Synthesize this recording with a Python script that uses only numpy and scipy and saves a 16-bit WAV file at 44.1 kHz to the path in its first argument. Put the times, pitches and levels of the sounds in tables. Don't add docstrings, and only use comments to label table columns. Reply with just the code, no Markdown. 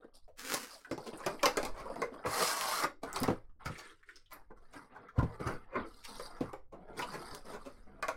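import sys
import numpy as np
from scipy import signal
from scipy.fft import rfft, irfft, next_fast_len
from scipy.io import wavfile
from scipy.ndimage import uniform_filter1d, map_coordinates

SR = 44100
rng = np.random.default_rng(int(sys.argv[2]) if len(sys.argv) > 2 else 0)


def file_out(sig):
    cols = np.atleast_2d(sig).T
    lim = np.clip(cols, -1, 1)
    pcm = np.round(lim * 32767).astype(np.int16)
    wavfile.write(sys.argv[1], SR, pcm)


N = 359856

# (time [s], level [dB])
PEEL_LEVEL = [(0.36, -81), (0.39, -48), (0.43, -50.5), (0.47, -43), (0.53, -38.5), (0.58, -44.5),
              (0.66, -50.5), (0.76, -61), (0.86, -71)]
# (frequency [Hz], relative density [dB per Hz])
GLUE_SPECTRUM = [(120, -21.5), (267, 2), (355, -10), (503, 0.5), (580, -14.5), (1370, -2.5), (3660, -12),
                 (4980, -8.5), (9790, -14), (16000, -20.5)]
# (time [s], panel gain [dB], scrape level [dB])
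SLIDE_LEVELS = [(2.24, -49, -87), (2.26, -47, -50), (2.348, -38, -39.5), (2.436, -36.5, -32.5),
                (2.572, -39.5, -40), (2.806, -38.5, -37.5), (2.846, -36.5, -46), (2.99, -93, -123)]
# (frequency [Hz], relative density [dB per Hz])
PANEL_SPECTRUM = [(59, -26.5), (130, -16.5), (239, -9.5), (406, -9.5), (621, 1), (784, 1.5), (1130, 4.5),
                  (2690, -10.5), (4200, -20.5), (10500, -15.5), (16000, -28.5)]
# (time [s], frequency [Hz])
PANEL_NOTE_HZ = [(2.3, 1043), (2.387, 1255), (2.499, 1162), (2.68, 1059), (2.773, 1340), (2.88, 1160)]
# (centre [Hz], width [Hz], boost [dB])
BOX_RESONANCES = [(453, 39, 4), (621, 98, 1), (2040, 480, 7), (4210, 260, 9), (5050, 1500, 8.5)]
# (start [s], length [s], level [dB], hollowness [dB], brightness [dB])
CARD_RUBS = [(0.0, 0.032, -58, 4.5, -21), (0.135, 0.011, -64.5, -4, 4), (0.69, 0.055, -57, -31, 2.5),
             (0.855, 0.0094, -62.5, 3, -4), (0.99, 0.43, -55.5, 2.5, -5.5), (1.3, 0.26, -53.5, 4, -16),
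             (1.48, 0.21, -50.5, -9.5, -10.5), (1.74, 0.15, -49, 2.5, -14), (1.89, 0.15, -47.5, 1.5, -13.5),
             (2.11, 0.092, -48.5, 1, -16.5)]
# (frequency [Hz], relative density [dB per Hz])
CARD_SPECTRUM = [(71, -38.5), (120, -13), (261, -1.5), (370, -6), (493, -0.5), (822, -1), (1320, -0.5),
                 (1720, -11), (2750, -24), (4880, -8.5), (6500, -28), (8840, -16.5), (11100, -22.5),
                 (16000, -40)]
# (start [s], length [s], level [dB], hollowness [dB], brightness [dB])
PLASTIC_RUBS = [(3.03, 0.29, -49, -7, -15), (3.14, 0.065, -40.5, -6, -7), (3.595, 0.02, -51.5, -14, -23.5),
                (4.33, 0.038, -57.5, -1.5, -13.5), (4.56, 0.3, -66.5, -2, -12),
                (4.735, 0.042, -49.5, -5.5, -12.5), (4.89, 0.17, -59.5, -1, -27),
                (5.23, 0.12, -53.5, 0, -16), (5.39, 0.14, -43, 0.5, -15.5), (5.56, 0.17, -65.5, -10, -29),
                (5.75, 0.056, -42, 3.5, -28), (5.85, 0.16, -64, -4, -1), (6.07, .19, -51, -5.5, -2),
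                (6.22, 0.28, -54.5, -7.5, -15), (6.73, 0.13, -66.5, 9, -21.5), (6.87, 0.1, -59.5, 5.5, -20),
                (6.965, 0.04, -48.5, -1, -2), (7.06, 0.3, -48.5, -2.5, -8), (7.44, 0.075, -49.5, 0, -8),
                (7.58, 0.14, -59.5, -1.5, -8), (7.74, 0.087, -66.5, 0.5, -9.5), (7.85, 0.3, -66, 4.5, -18)]
# (frequency [Hz], relative density [dB per Hz])
PLASTIC_SPECTRUM = [(70, -11.5), (262, -2), (368, -5), (494, -1), (560, -6.5), (780, 0), (1250, 0.5),
                    (2100, -13), (2720, -23), (4800, -12.5), (6900, -30), (8860, -18), (11000, -24.5),
                    (16000, -39.5)]
# (start [s], length [s], level [dB], hollowness [dB], brightness [dB])
RELAXATIONS = [(3.683, 0.21, -51, -7, -5.5), (4.054, 0.12, -64.5, -9.5, -2.5)]
# (frequency [Hz], relative density [dB per Hz])
RELAXED_SPECTRUM = [(100, -37), (400, -2), (700, -25), (1400, 0.5), (3600, -17), (7000, -29), (8700, -24),
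                    (16000, -52)]
# (centre [Hz], width [Hz], boost [dB])
WALL_RESONANCES = [(1360, 99, 4.5), (2080, 240, 6)]
# (time [s], level [dB], hollowness [dB], brightness [dB])
SNAP_EVENTS = [(0.539, -41, 2, 1.5), (0.912, -47, 2.5, -2), (0.978, -53, 10, -4), (1.133, -53, 8, -22),
               (1.263, -34.5, 2, -5.5), (1.431, -26.5, -4.5, -7), (1.457, -27.5, -21, -0.5),
               (1.571, -34, 3.5, -3.5), (1.63, -46, 6.5, 0.5), (1.651, -44, 2.5, 1),
               (1.9582, -45.5, -2, -16), (2.018, -34, 0.5, -10), (2.249, -54.5, 18, -22),
               (2.261, -35, -2, -15), (2.837, -31.5, -5, -5.5), (3.161, -38.5, -8, -1.5),
               (3.234, -37, -1, -9.5), (3.278, -36, 3.5, -15.5), (6.196, -46.5, 1.5, -11),
               (6.407, -50, 7, -9), (6.532, -49, 5.5, -11.5), (6.992, -37.5, -7, -19),
               (8.026, -33.5, -17.5, -8.5), (8.083, -34.5, -4.5, -5.5)]
# (strongest moment [s], level [dB], hollowness [dB], brightness [dB], build-up [s])
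SCUFF_EVENTS = [(1.074, -56.5, 14.5, 4.5, 0.011), (1.207, -45.5, -13, -15, 0.017),
                (1.797, -46, -5, -11, 0.024), (2.424, -34, 0.5, -10, 0.029), (3.035, -48, 9, -4, 0.0041),
                (3.66, -39.5, -24, -7.5, 0.0047), (3.787, -52, -9, 1.5, 0.0061),
                (4.318, -50, -12, -6.5, 0.0056), (4.505, -62, 10, -23, 0.0038),
                (4.732, -56, -6.5, -4, 0.0033), (4.96, -50, -11, -25.5, 0.008),
                (5.193, -36, -3.5, -24.5, 0.013), (5.472, -41, -3, -8.5, 0.0066),
                (5.757, -34, -4.5, -31, 0.015), (6.05, -56.5, -19, 8.5, 0.0072),
                (6.726, -59.5, 11.5, -13.5, 0.0032), (7.028, -39.5, -9.5, -14, 0.027),
                (7.145, -44, -2, -9.5, 0.017), (7.54, -47, 2, -10, 0.014), (7.661, -55.5, 10, -3.5, 0.0071)]
# (frequency [Hz], relative density [dB per Hz])
BUCKLE_SPECTRUM = [(59, -44.5), (100, -16), (389, -5.5), (502, -0.5), (784, -3.5), (1080, 2), (1830, -10.5),
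                   (2130, -7.5), (3050, -21.5), (4670, -20.5), (10700, -30.5), (16000, -40.5)]
# (time [s], peak [dB], pitch [Hz])
TICK_EVENTS = [(0.279, -51.5, 570), (0.8475, -42, 1610), (0.921, -41, 5750), (1.131, -49, 3020),
               (1.175, -42, 8740), (1.236, -40.5, 1830), (1.3934, -43, 2270), (3.494, -65, 1164),
               (3.7536, -43.5, 1930), (4.029, -51, 1670), (4.089, -42, 1640), (4.158, -46.5, 4700),
               (4.26, -59, 3050), (4.3313, -38.5, 11930), (5.0856, -43, 1390), (7.0226, -34, 3280)]
# (time [s], peak [dB], centre [Hz])
CLICK_EVENTS = [(0.5395, -19, 8000), (0.5448, -17.5, 6000), (2.611, -19.5, 4050), (3.13, -24, 5900),
                (3.203, -24.5, 12000), (3.233, -20.5, 7000), (6.992, -31.5, 4500), (7.349, -26.5, 4630)]
# (time [s], peak [dB], hardness as cut-off [Hz], rise [s])
BUMP_EVENTS = [(0.911, -28, 297, 0.0017), (1.455, -21, 627, 0.0033), (2.264, -34, 700, 0.0031),
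               (2.262, -40, 109, 0.0045), (3.212, -26, 229, 0.0021), (3.282, -18, 272, 0.0018),
               (3.3, -20, 249, 0.0013), (3.659, -34.5, 83.5, 0.0013), (3.699, -34, 143, 0.0016),
               (5.178, -18, 113, 0.006), (5.225, -21, 102, 0.0023), (5.399, -32.5, 257, 0.0018),
               (5.45, -29, 129, 0.014), (6.405, -22.5, 265, 0.0043), (6.426, -29, 151, 0.0035)]
# (frequency [Hz], mean strength [dB], T60 [s])
TABLE_MODES = [(72.7, 0, 0.2), (110, -11.5, 0.39), (125, 1.5, 0.14), (158.5, -6, 0.18), (263.8, 1, 0.15),
               (331, -8.5, .15), (439, -11, 0.24), (501.5, 4, 0.15), (614, 1, 0.039)]
# (time [s], level [dB])
RUMBLE_LEVEL = [(0.0, -72), (0.28, -56.5), (0.79, -76), (1.7, -41), (2.0, -57), (2.7, -66.5), (3.27, -45),
                (3.66, -55), (4.0, -68), (4.53, -54), (5.05, -70.5), (5.2, -49.5), (6.45, -55.5),
                (8.16, -52)]
# (frequency [Hz], relative density [dB per Hz])
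RUMBLE_SPECTRUM = [(16, 10.5), (28, 0), (100, -14.5), (170, -33.5), (400, -74.5)]
# (frequency [Hz], relative density [dB per Hz])
QUIET_SPECTRUM = [(20, 27), (400, -2.5), (1300, -16.5), (3000, -37), (16000, -26)]
# (frequency [Hz], T60 [s])
ROOM_T60 = [(100, 0.17), (300, 0.3), (1000, 0.18), (4500, 0.23), (13000, 0.14)]

RUB_ATTACK_S, RUB_RELEASE_T60_S = 0.012, 0.28
CRACK_T60_S = 0.009
TOP_HZ = 16200


def peel():
    fibres = friction(rate_hz=2000, spread_db=5.5, smooth_db=-4.5, patchy_db=0.0, wet_db=-5.0)
    return gains(PEEL_LEVEL)[0] * unit(shaped(fibres, GLUE_SPECTRUM))


def slide(note_db=-5, wall_db=1.5, grit_db=-6):
    panel_gain, scrape_gain = gains(SLIDE_LEVELS)
    rub = friction(rate_hz=3500, spread_db=4, smooth_db=-5, patchy_db=1.4, wet_db=-3)
    grit = amp(grit_db) * crinkle(rate_hz=900, low_hz=2600, high_hz=15000, cycles=35)
    hollow, wall, creases = registers(resonances(rub + grit, BOX_RESONANCES), PANEL_SPECTRUM)
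    panel = amp(wall_db) * unit(hollow + wall) + amp(note_db) * panel_note()
    return panel_gain * panel + scrape_gain * unit(creases)


def panel_note(width_hz=110):
    hz = np.interp(np.arange(N) / SR, *np.transpose(PANEL_NOTE_HZ))
    phase = 2 * np.pi * np.cumsum(hz) / SR
    low_pass = signal.butter(2, width_hz / 2, fs=SR, output="sos")
    in_phase, quadrature = signal.sosfilt(low_pass, rng.standard_normal((2, N)))
    return unit(in_phase * np.cos(phase) + quadrature * np.sin(phase))


def grip(rubs, spectrum, slips, clump_db=1.3):
    stick = amp(clump_db * wander(SR // 45))
    t = np.arange(N) / SR
    power = np.zeros((3, N))
    for start_s, length_s, level_db, hollow_db, bright_db in rubs:
        near = (t > start_s) & (t < start_s + length_s + 0.5)
        age_s = t[near] - start_s
        attack = 1 - np.exp(-age_s / RUB_ATTACK_S)
        release = decay(np.maximum(age_s - length_s, 0), RUB_RELEASE_T60_S)
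        register_gains = amp(level_db + np.array([hollow_db, 0, bright_db]))
        power[:, near] += np.outer(register_gains, attack * release) ** 2
    parts = registers(slips * stick, spectrum)
    return sum(gain * unit(part) for gain, part in zip(np.sqrt(power), parts))


def snaps():
    out, t = np.zeros(N + SR), np.arange(-SR // 50, SR // 10) / SR
    for time_s, level_db, hollow_db, bright_db in SNAP_EVENTS:
        sound = sheet(buckle(t), level_db + hollow_db, level_db, level_db + bright_db)
        add(out, time_s + t[0], sound)
    return out[:N]


def buckle(t, ring_t60_s=0.03, crack_db=-0.5, chatter_t60_s=0.16, chatter_db=-3, mode_spread_db=6,
           lead_in_db=-19, lead_in_s=0.0018, rebound_s=0.004, rebound_db=-7):
    count, after = 70, np.maximum(t, 0)
    hz = np.exp(rng.uniform(np.log(450), np.log(16500), (count, 1))) - 300
    strength = np.sqrt(hz) * amp(mode_spread_db * rng.standard_normal((count, 1)))
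    mode_t60_s = ring_t60_s * (hz / 1000) ** -0.3
    modes = np.sin(2 * np.pi * (hz * after + rng.random((count, 1))))
    ring = np.sum(strength * modes * decay(after, mode_t60_s), axis=0)
    crack = rng.standard_normal(len(t)) * decay(after, CRACK_T60_S)
    chatter = rng.standard_normal(len(t)) * decay(after, chatter_t60_s)
    struck = lambda x: unit(x * (t > 0))
    snap = struck(ring) + amp(crack_db) * struck(crack) + amp(chatter_db) * struck(chatter)
    late = t - rebound_s * amp(rng.normal(0, 2.4))
    rebound = rng.standard_normal(len(t)) * (late > 0) * decay(np.abs(late), CRACK_T60_S)
    snap += amp(rebound_db) * unit(rebound)
    lead_in = rng.standard_normal(len(t)) * np.exp(-np.abs(t) / lead_in_s)
    return snap + amp(lead_in_db) * np.abs(snap).max() / 2 * lead_in


def scuffs(fade_t60_s=0.11, grain_db=5):
    out, t = np.zeros(N + SR), np.arange(-SR // 10, SR // 10) / SR
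    for time_s, level_db, hollow_db, bright_db, build_s in SCUFF_EVENTS:
        build = np.exp(-np.abs(t) / max(build_s, 1e-3))
        swell = np.where(t < 0, build, decay(np.abs(t), fade_t60_s))
        grain = amp(grain_db * unit(uniform_filter1d(rng.standard_normal(len(t)), size=50)))
        push = swell * grain * rng.standard_normal(len(t))
        add(out, time_s + t[0], sheet(push, level_db + hollow_db, level_db, level_db + bright_db))
    return out[:N]


def sheet(push, hollow_db, wall_db, crack_db, patch_db=2.5, soft_hz=1500, softening=0.37):
    size, window = SR // 3, SR // 50
    level = lambda x: x / np.sqrt(uniform_filter1d(x ** 2, window).max())
    patch_shape = rng.standard_normal(75)
    patch = lambda hz: amp(patch_db * np.interp(np.sqrt(hz), np.arange(0, 150, 2), patch_shape))
    patched = colour(np.pad(push, (0, size - len(push))), patch)
    hollow, wall, crack = registers(patched, BUCKLE_SPECTRUM)
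    dull_db = min(crack_db - wall_db + 3.5, 0)
    wall = colour(wall, lambda hz: amp(softening * dull_db * np.log2(np.maximum(hz / soft_hz, 1))))
    low = amp(hollow_db) * level(room(hollow, wet_db=-0.5))
    mid = amp(wall_db) * level(room(wall, wet_db=4))
    high = amp(crack_db) * level(room(crack, wet_db=-5.5))
    return low + mid + high


def ticks(ring_cycles=35, width_octaves=0.27):
    out, t = np.zeros(N + SR), np.arange(SR // 5) / SR
    for time_s, peak_db, pitch_hz in TICK_EVENTS:
        pop = rng.standard_normal(len(t)) * decay(t, ring_cycles / pitch_hz)
        pop = room(octave_band(pop, pitch_hz, width_octaves), wet_db=4.5)
        add(out, time_s, amp(peak_db) * pop / np.abs(pop).max())
    return out[:N]


def clicks(click_t60_s=0.0022, width_octaves=1.2, wet_db=-4):
    out, t = np.zeros(N + SR), np.arange(SR // 5) / SR
    for time_s, peak_db, centre_hz in CLICK_EVENTS:
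        crack = rng.standard_normal(len(t)) * decay(t, click_t60_s)
        crack = room(octave_band(crack, centre_hz, width_octaves), wet_db)
        add(out, time_s, amp(peak_db) * crack / np.abs(crack).max())
    return out[:N]


def bumps(thud_db=-4, thud_t60_s=0.14):
    out, t = np.zeros(N + SR), np.arange(SR // 2) / SR
    hz, mode_db, mode_t60_s = np.transpose(TABLE_MODES)[:, :, None]
    for time_s, peak_db, hard_hz, rise_s in BUMP_EVENTS:
        match = lambda f: (f / hard_hz) ** 1.95 / np.sqrt(1 + (f / (0.92 * hard_hz)) ** 7)
        strength = amp(mode_db + rng.standard_normal(hz.shape)) * match(hz)
        modes = np.sin(2 * np.pi * (hz * t + rng.random(hz.shape)))
        ring = np.sum(strength * modes * decay(t, mode_t60_s), axis=0)
        thud = colour(rng.standard_normal(len(t)) * decay(t, thud_t60_s), match)
        onset = 1 - np.exp(-(t / max(rise_s, 1e-4)) ** 2)
        blow = room((unit(ring) + amp(thud_db) * unit(thud)) * onset, wet_db=-18.0)
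        add(out, time_s, amp(peak_db) * blow / np.abs(blow).max())
    return out[:N]


def background(quiet_db=-77, lurch_db=-0.5):
    noise = lambda spectrum: unit(shaped(rng.standard_normal(N), spectrum))
    lurch = amp(lurch_db * wander(SR // 12))
    rumble = gains(RUMBLE_LEVEL)[0] * unit(lurch * noise(RUMBLE_SPECTRUM))
    return rumble + amp(quiet_db) * noise(QUIET_SPECTRUM)


def friction(rate_hz, spread_db, smooth_db, patchy_db, wet_db):
    size = 60000
    when, strength, sign, chance = rng.random((4, size))
    kept = chance < rate_hz * N / SR / size
    slips = amp(spread_db * np.minimum(-np.log(1 - strength), 4)) * np.sign(sign - 0.5) * kept
    x = unit(np.bincount((when * N).astype(int), slips, N)) + amp(smooth_db) * rng.standard_normal(N)
    z = signal.stft(x, nperseg=512)[2]
    field = uniform_filter1d(rng.standard_normal(z.shape), size=4, axis=0)
    field = uniform_filter1d(field, size=7, axis=1)
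    x = signal.istft(z * amp(patchy_db * unit(field)), nperseg=512)[1][:N]
    out, step = np.zeros(N + SR), SR // 12
    for start in range(0, N, step):
        piece = room(np.pad(x[start:start + step], (0, 2 * step)), wet_db)
        out[start:start + len(piece)] += piece
    return unit(out[:N])


def crinkle(rate_hz, low_hz, high_hz, cycles):
    count, t = int(rate_hz * N / SR), np.arange(SR // 30) / SR
    when, pitch, strength = rng.random((count, 3)).T[:, :, None]
    hz = low_hz * (high_hz / low_hz) ** pitch
    size = np.sqrt(hz) * amp(4.5 * np.minimum(-np.log(1 - strength), 3))
    pops = size * np.sin(2 * np.pi * hz * t) * decay(t, cycles / hz)
    places = (when * N).astype(int) + np.arange(len(t))
    x = np.bincount(places.ravel(), pops.ravel(), N)[:N]
    return unit(room(x, wet_db=-4))


def registers(x, spectrum, hollow_hz=630, crack_hz=2700):
    below = lambda hz, edge_hz: 1 / (1 + (hz / edge_hz) ** 6)
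    power_shares = [lambda hz: below(hz, hollow_hz),
                    lambda hz: np.abs(below(hz, crack_hz) - below(hz, hollow_hz)),
                    lambda hz: 1 - below(hz, crack_hz)]
    return [colour(x, lambda hz: amp(along(spectrum, hz)) * np.sqrt(share(hz))) for share in power_shares]


def resonances(x, peaks):
    boost_db = lambda hz: sum(db / (1 + (2 * (hz - centre) / width) ** 2) for centre, width, db in peaks)
    return colour(x, lambda hz: amp(boost_db(hz)))


def room(x, wet_db, gap_s=0.0025, early_db=6, early_t60_s=0.047):
    hz, t, z = signal.stft(rng.standard_normal(SR // 4), SR, nperseg=256)
    late = decay(t, along(ROOM_T60, hz)[:, None])
    early = amp(early_db) * decay(t, early_t60_s)
    tail = signal.istft(z * (late + early), SR, nperseg=256)[1]
    tail *= 1 - np.exp(-(np.arange(len(tail)) / SR / gap_s) ** 2)
    return x + amp(wet_db) * signal.fftconvolve(x, tail / np.linalg.norm(tail))[:len(x)]


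def amp(db):
    return 10 ** (np.asarray(db) / 20)


def decay(t, t60_s):
    return amp(-60 * t / t60_s)


def unit(x):
    return x / np.sqrt(np.mean(x ** 2) + 1e-20)


def along(points, hz):
    f, v = np.transpose(points)
    return np.interp(np.log(hz + 1), np.log(f + 1), v)


def gains(rows):
    time_s, *columns = np.transpose(rows)
    t = np.arange(N) / SR
    return [amp(np.interp(t, time_s, db, left=-150, right=-150)) for db in columns]


def wander(step):
    return map_coordinates(rng.standard_normal(N // step + 4), [np.arange(N) / step])


def colour(x, gain):
    size = 2 * next_fast_len(len(x) // 2 + 1024)
    cepstrum = irfft(np.log(np.maximum(gain(np.fft.rfftfreq(size, 1 / SR)), 1e-6)))
    cepstrum[1:size // 2] *= 2
    cepstrum[size // 2 + 1:] = 0
    return irfft(rfft(x, size) * np.exp(rfft(cepstrum)))[:len(x)]


def shaped(x, spectrum):
    return colour(x, lambda hz: amp(along(spectrum, hz)))


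def octave_band(x, centre_hz, width_octaves):
    return colour(x, lambda hz: 1 / (1 + (np.log2((hz + 1) / centre_hz) / width_octaves) ** 2))


def add(out, time_s, sound):
    start = round(time_s * SR)
    sound = sound[max(-start, 0):]
    out[max(start, 0):][:len(sound)] += sound


def scene():
    crackle = amp(-3) * crinkle(rate_hz=500, low_hz=2600, high_hz=15000, cycles=70)
    creaks = amp(-11) * crinkle(rate_hz=110, low_hz=280, high_hz=2400, cycles=28)
    card = friction(rate_hz=470, spread_db=6.5, smooth_db=-8.5, patchy_db=4.0, wet_db=1.5)
    card = card + crackle + creaks
    plastic = friction(rate_hz=880, spread_db=3.5, smooth_db=-11, patchy_db=3.5, wet_db=1.0)
    plastic = resonances(plastic + crackle, WALL_RESONANCES)
    box_rubs = grip(CARD_RUBS, CARD_SPECTRUM, card)
    tray_rubs = grip(PLASTIC_RUBS, PLASTIC_SPECTRUM, plastic)
    settling = grip(RELAXATIONS, RELAXED_SPECTRUM, plastic)
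    mono = peel() + slide() + box_rubs + tray_rubs + settling
    mono += snaps() + scuffs() + ticks() + clicks() + bumps() + background()
    return np.array([mono, mono])


def record(dry):
    low_pass = signal.firwin(257, TOP_HZ, window="blackman", fs=SR)
    return signal.fftconvolve(dry, low_pass[None], mode="same", axes=1)


dry = scene()
out = record(dry)
file_out(out)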